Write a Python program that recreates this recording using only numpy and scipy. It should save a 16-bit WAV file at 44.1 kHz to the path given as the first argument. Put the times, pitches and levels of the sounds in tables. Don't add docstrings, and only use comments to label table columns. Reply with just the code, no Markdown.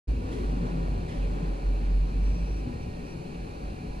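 import sys
import numpy as np
from scipy import signal
from scipy.fft import rfft, irfft, next_fast_len
from scipy.io import wavfile
from scipy.ndimage import map_coordinates

SR = 44100
rng = np.random.default_rng(int(sys.argv[2]) if len(sys.argv) > 2 else 0)


def master_out(mix):
    frames = np.transpose(np.atleast_2d(mix))
    ceiling = np.clip(frames, -1, 1)
    pcm = np.round(ceiling * 32767).astype(np.int16)
    wavfile.write(sys.argv[1], SR, pcm)


N = 176400

# time in seconds, pitch in Hz.
BOOM_PITCHES = [(0.1, 51.9), (0.33, 52.23), (0.69, 45.3), (0.9, 46.62), (1.09, 45.23), (1.2, 46.16),
                (2.13, 46.5), (2.34, 49.16), (2.7, 49.6)]
# time in seconds, level in dB.
BOOM_LEVELS = [(.07, -25.5), (.11, -23), (.23, -35), (.33, -36), (.5, -26.5), (.7, -33), (.94, -26),
               (1.04, -35.5), (1.145, -45), (1.18, -27), (1.3, -27), (1.41, -34), (1.5, -26), (1.56, -31.5),
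               (1.605, -39), (1.64, -29), (1.68, -22.5), (1.82, -29), (1.94, -20.5), (2.04, -23),
               (2.12, -33), (2.18, -23), (2.3, -21.5), (2.34, -25.5), (2.38, -34), (2.42, -27),
               (2.445, -25), (2.47, -36), (2.51, -26.5), (2.62, -31.5), (2.75, -46.5), (3.05, -43.5),
               (3.3, -61), (3.39, -38), (3.52, -47), (3.66, -34), (3.82, -47), (3.91, -35), (4, -42)]
BEAM_LEVELS = [(.08, -38), (.3, -38), (.55, -45), (.8, -44), (.95, -34), (1.15, -39), (1.35, -40.5),
               (1.5, -53), (1.7, -42.5), (2.05, -40.5), (2.28, -36), (2.45, -45), (2.55, -42), (2.7, -37),
               (2.87, -38.5), (3, -51), (3.3, -53), (3.5, -45), (3.75, -39.5), (3.98, -43)]
BOARD_LEVELS = [(.08, -46.5), (.45, -44.5), (.53, -33.5), (.64, -37.5), (.73, -33.5), (.88, -38.5),
                (1.07, -37.5), (1.25, -40.5), (1.34, -35), (1.47, -36), (1.57, -43.5), (1.75, -39.5),
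                (1.98, -43.5), (2.1, -37), (2.3, -42.5), (2.5, -37.5), (2.6, -43), (3.05, -42.5),
                (3.17, -36.5), (3.3, -40.5), (3.5, -44), (3.72, -42), (3.98, -47.5)]
DRONE_LEVELS = [(.08, -40.5), (.26, -39), (.34, -35), (.42, -32.5), (.52, -39.5), (.63, -37), (.8, -39),
                (1.2, -40), (1.45, -39.5), (1.6, -43), (1.8, -40), (1.98, -46), (2.12, -42.5), (2.5, -42.5),
                (2.7, -38), (2.78, -43), (3.22, -40.5), (3.45, -45), (3.72, -42.5), (3.98, -43.5)]
ROAR_LEVELS = [(.08, -4), (.3, 2), (.65, 2), (1.2, 0), (1.6, -0.5), (1.95, -2), (2.5, -1), (2.85, -4),
               (3.5, -3.5), (4, -5)]
RING_LEVELS = [(.1, -53.5), (1.1, -46), (1.6, -46), (1.95, -55), (2.3, -53.5), (2.87, -47.5), (3.1, -49.5),
               (4, -48.5)]
# pitch in Hz, width in Hz, level in dB.
BEAM_NOTES = [(73, 23, 1), (97.8, 10.8, 0), (119.3, 10.6, -2)]
BOARD_NOTES = [(137.4, 17.8, -4), (165.8, 17.9, 1), (199.5, 11, -10)]
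WHEEL_NOTES = [(415, 36.6, 0.5), (572, 27.3, 1), (750, 26, -2.5), (835, 15.4, -3.5), (987, 22, -4.5)]
TICK_NOTES = [(1900, 250, -12), (2550, 320, 3), (3050, 400, -4)]
# frequency in Hz, relative level in dB.
DRONE_COLOUR = [(120, -60), (190, -7), (225, 0), (260, -3), (300, -3.5), (335, -6), (370, -5.5),
                (420, -7.5), (520, -14.5), (800, -52)]
ROAR_COLOUR = [(200, -27), (380, -10), (470, 2), (560, -3.5), (660, -6), (745, -4.5), (860, -7.5),
               (980, -5.5), (1300, -11.5), (1700, -14.5), (2050, -19.5), (2600, -23.5), (3300, -25),
               (5000, -30.5), (9000, -38.5), (14000, -66)]
SCUFF_COLOUR = [(600, -9), (1400, -5.5), (1900, 8), (2500, -4), (3200, 4), (4200, -6), (5200, -4),
                (7000, -9.5), (10500, -10), (12000, -22), (14000, -32)]
SIZZLE_COLOUR = [(3000, -14), (4600, -1), (5500, 1), (6400, -4), (8000, -5), (10000, -10), (12000, -24),
                 (14000, -36)]
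AIR_COLOUR = [(20, 24), (32, 21.5), (70, 17.5), (110, 15.5), (170, 15.5), (400, 3.5), (900, -6), (1300, -5),
              (1800, -5), (2050, -9.5), (2400, 2), (2700, -1), (3000, -8.5), (3400, -14), (3900, -9.5),
              (4250, -3.5), (4800, -11.5), (5600, -15), (6400, -15.5), (8000, -19.5), (8600, -18),
              (9800, -17.5), (11000, -23), (12500, -27.5), (14000, -36)]
# peak time in seconds, level in dB, rise in seconds,
# seconds to fade by 60 dB, treble tilt in dB per octave.
SLIPS = [(.32, -51.5, 0.013, 1.0, 0.5), (1.087, -50.5, 0.0085, 1.35, -2.5)]
# start in seconds, level in dB.
JOINT_HITS = [(.529, -25.5), (.632, -25), (0.725, -39), (2.094, -36), (2.672, -27), (3.148, -38)]
# pitch in Hz, level in dB, seconds to fade by 60 dB.
KNOCK_NOTES = [(130, -2, 0.12), (174, -3, 0.056), (236.4, -5, 0.14), (420, -16, 0.033)]
# peak time in seconds, level in dB.
AXLE_TICKS = [(1.225, -53), (3.345, -54)]
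# start in seconds, length in seconds, level in dB.
BEARING_WHISTLES = [(2.219, 0.4, -65), (2.808, 0.048, -65), (3.05, 0.092, -65)]
# start in seconds, length in seconds, pitch in Hz, level in dB.
WHEEL_RUBS = [(2.715, .43, 1860, -64), (3.55, 0.45, 1664, -67)]
# pitch in Hz, level in dB.
WHISTLE_TONES = [(2326, -5), (2557, 1.5), (5592, 0), (5348, -8.5), (8613, -10)]
WHINE_TONES = [(5000, -81), (8613, -88)]
# frequency in Hz, likeness from 0 to 1,
# how far the left is ahead in radians, left minus right level in dB.
MICS = [(50, .999, .15, -.7), (170, .98, .1, 2.1), (280, .88, 0, 3.8), (340, .6, -.4, 5.6),
        (480, .3, -1.8, 4.2), (600, .7, -1.8, .7), (800, .64, -1.9, -1.5), (1050, .8, -3.2, -2.3),
        (1700, .84, -3.8, -1.6), (2130, .55, -4.6, 2), (2350, .78, -5.6, -.3), (2600, .8, -5, -1.1),
        (2870, .72, -5.5, 0), (3250, .63, -5.2, -2.3), (3850, .62, -6.3, -2.2), (4250, .8, -6.25, -1),
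        (4550, .55, -6.8, -1.5), (4900, .35, -7.6, -1.7), (5500, .4, -8.9, -2), (6500, .1, -8.9, -3),
        (9500, .05, -8.9, -4.7), (13000, .03, -8.9, -1.5)]

BUMPS_PER_S, BOARDS_TOP_HZ = 2200, 558
BOARD_GAIN_DB, DRONE_GAIN_DB, ROAR_GAIN_DB = -1, -0.5, -46
SIDES = np.array([[.5], [-.5]])


def floor_boom():
    hz = curve(BOOM_PITCHES) + 0.47 * wobble(7.45)
    phase = 2 * np.pi * np.cumsum(hz) / SR
    _, lead, lean_db = look_up(MICS, hz.mean())
    level_db = curve(BOOM_LEVELS) - 0.5 * wobble(15) + SIDES * lean_db
    return np.sqrt(2) * amp(level_db) * np.sin(phase + SIDES * lead)


def floor_rumble():
    beams = at_mics(ringing(bumps(), BEAM_NOTES)) * amp(curve(BEAM_LEVELS))
    boards = at_mics(ringing(bumps(), BOARD_NOTES)) * amp(BOARD_GAIN_DB + curve(BOARD_LEVELS))
    drone = at_mics(coloured(bumps(), DRONE_COLOUR)) * amp(DRONE_GAIN_DB + curve(DRONE_LEVELS))
    return filtered(beams + boards + drone, lambda hz: 1 / (1 + (hz / BOARDS_TOP_HZ) ** 4))


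def rolling_wheels(flutter_db=0.85):
    roar = at_mics(coloured(bumps(), ROAR_COLOUR))
    roar *= amp(ROAR_GAIN_DB + curve(ROAR_LEVELS) + flutter_db * wobble(21.53))
    ring = at_mics(drifting(ringing(bumps(), WHEEL_NOTES)))
    return roar + ring * amp(curve(RING_LEVELS))


def bumps():
    hits = rng.random((2, N)) < BUMPS_PER_S / SR
    direction = np.sign(noise())
    strength = np.exp(0.27 * noise())
    return hall(hits * direction * strength)


def joint_knocks(rise_s=0.0016):
    out = np.zeros(N)
    for start, db in JOINT_HITS:
        t = np.maximum(clock() - start, 0)
        onset = 1 - np.exp(-t / rise_s)
        for hz, note_db, fade_s in KNOCK_NOTES:
            level = amp(db + note_db + rng.normal(0, 1.7) - 60 * t / fade_s)
            out += onset * level * np.sin(2 * np.pi * hz * t)
    return hall(np.array([out, out]))


def scuffs(pivot_hz=3000):
    out = np.zeros((2, N))
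    rasp = at_mics(coloured(noise(), SCUFF_COLOUR))
    for peak_s, db, rise_s, fade_s, tilt_db in SLIPS:
        tilted = unit(filtered(rasp, lambda hz: amp(tilt_db * np.log2(.1 + hz / pivot_hz))))
        out += tilted * amp(db) * burst(peak_s, rise_s, fade_s)
    return out


def axle_ticks():
    level = sum(amp(db) * burst(peak_s, rise_s=0.0046, fade_s=0.11) for peak_s, db in AXLE_TICKS)
    return level * at_mics(ringing(noise(), TICK_NOTES))


def bearing_whistle(sizzle_db=-3):
    level = sum(amp(db) * held(start, length) for start, length, db in BEARING_WHISTLES)
    whistle = sum(wavering(hz, db) for hz, db in WHISTLE_TONES)
    sizzle = at_mics(coloured(noise(), SIZZLE_COLOUR))
    return level * (whistle + amp(sizzle_db) * sizzle)


def rubbing_wheel():
    return sum(held(start, length) * wavering(hz, db) for start, length, hz, db in WHEEL_RUBS)


def ventilation(level_db=-43):
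    return amp(level_db) * at_mics(coloured(noise(), AIR_COLOUR))


def electrical_whine():
    return sum(amp(db) * stereo_tone(2 * np.pi * hz * clock(), hz) for hz, db in WHINE_TONES)


def hall(pair, fade_s=0.99, echo_db=-5.5):
    t = np.arange(SR) / SR
    tail = rng.standard_normal((2, SR)) * amp(-60 * t / fade_s)
    echo = signal.fftconvolve(pair, tail / np.linalg.norm(tail[0]), axes=1)[:, :N]
    return pair + amp(echo_db) * echo


def at_mics(pair):
    def paths(hz):
        alike, lead, lean_db = look_up(MICS, hz)
        turn = np.arccos(np.clip(alike, 0, 1)) / 2
        shared, apart = np.cos(turn), np.sin(turn)
        left = amp(lean_db / 2) * np.exp(.5j * lead) / np.sqrt((amp(lean_db) + amp(-lean_db)) / 2)
        right = left * amp(-lean_db) * np.exp(-1j * lead)
        return np.array([[left * shared, left * apart], [right * shared, -right * apart]])
    return unit(filtered(pair, paths).sum(axis=1))


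def drifting(pair, share=.018):
    place = np.cumsum(1 + share * wobble(4))
    return np.array([map_coordinates(side, [place], mode="mirror") for side in pair])


def wavering(hz, db, waver_hz=6.3, waver_db=2.5):
    phase = 2 * np.pi * np.cumsum(hz + waver_hz * wobble(40)) / SR
    return amp(db + waver_db * wobble(22)) * stereo_tone(phase, hz)


def stereo_tone(phase, hz):
    lead = look_up(MICS, hz)[1]
    return np.sqrt(2) * np.sin(phase + SIDES * lead)


def ringing(x, notes):
    def response(hz):
        return sum((-1) ** k * amp(db) * 1j * hz * width / (pitch ** 2 - hz ** 2 + 1j * hz * width)
                   for k, (pitch, width, db) in enumerate(notes))
    return filtered(x, response)


def coloured(x, colour):
    return filtered(x, lambda hz: amp(look_up(colour, hz)[0]))


def filtered(x, response):
    size = next_fast_len(N + SR // 2)
    return irfft(rfft(x, size) * response(np.fft.rfftfreq(size, 1 / SR)), size)[..., :N]


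def burst(peak_s, rise_s, fade_s):
    t = clock() - peak_s
    return np.clip(1 + t / rise_s, 0, 1) * amp(-60 * np.maximum(t, 0) / fade_s)


def held(start, length, edge_s=.015):
    return np.clip(np.minimum(clock() - start, start + length - clock()) / edge_s, 0, 1)


def wobble(rate):
    points = rng.standard_normal(int(N * rate / SR) + 4)
    return map_coordinates(points, [np.arange(N) * rate / SR])


def noise():
    return rng.standard_normal((2, N))


def curve(rows):
    return np.interp(clock(), *np.transpose(rows))


def look_up(rows, hz):
    freqs, *columns = np.transpose(rows)
    return [np.interp(np.log(hz + 1), np.log(freqs + 1), column) for column in columns]


def clock():
    return np.arange(N) / SR


def amp(db):
    return 10 ** (np.asarray(db) / 20)


def unit(x):
    return x / np.sqrt(np.mean(x ** 2) + 1e-20)


def scene():
    rolling = floor_boom() + floor_rumble() + rolling_wheels()
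    details = scuffs() + joint_knocks() + axle_ticks() + bearing_whistle() + rubbing_wheel()
    return rolling + details + ventilation() + electrical_whine()


def record(dry, start_s=0.073, fade_in_s=0.014, top_hz=14250):
    fade_in = np.clip((clock() - start_s) / fade_in_s, 0, 1)
    return filtered(dry * fade_in, lambda hz: hz < top_hz)


dry = scene()
out = record(dry)
master_out(out)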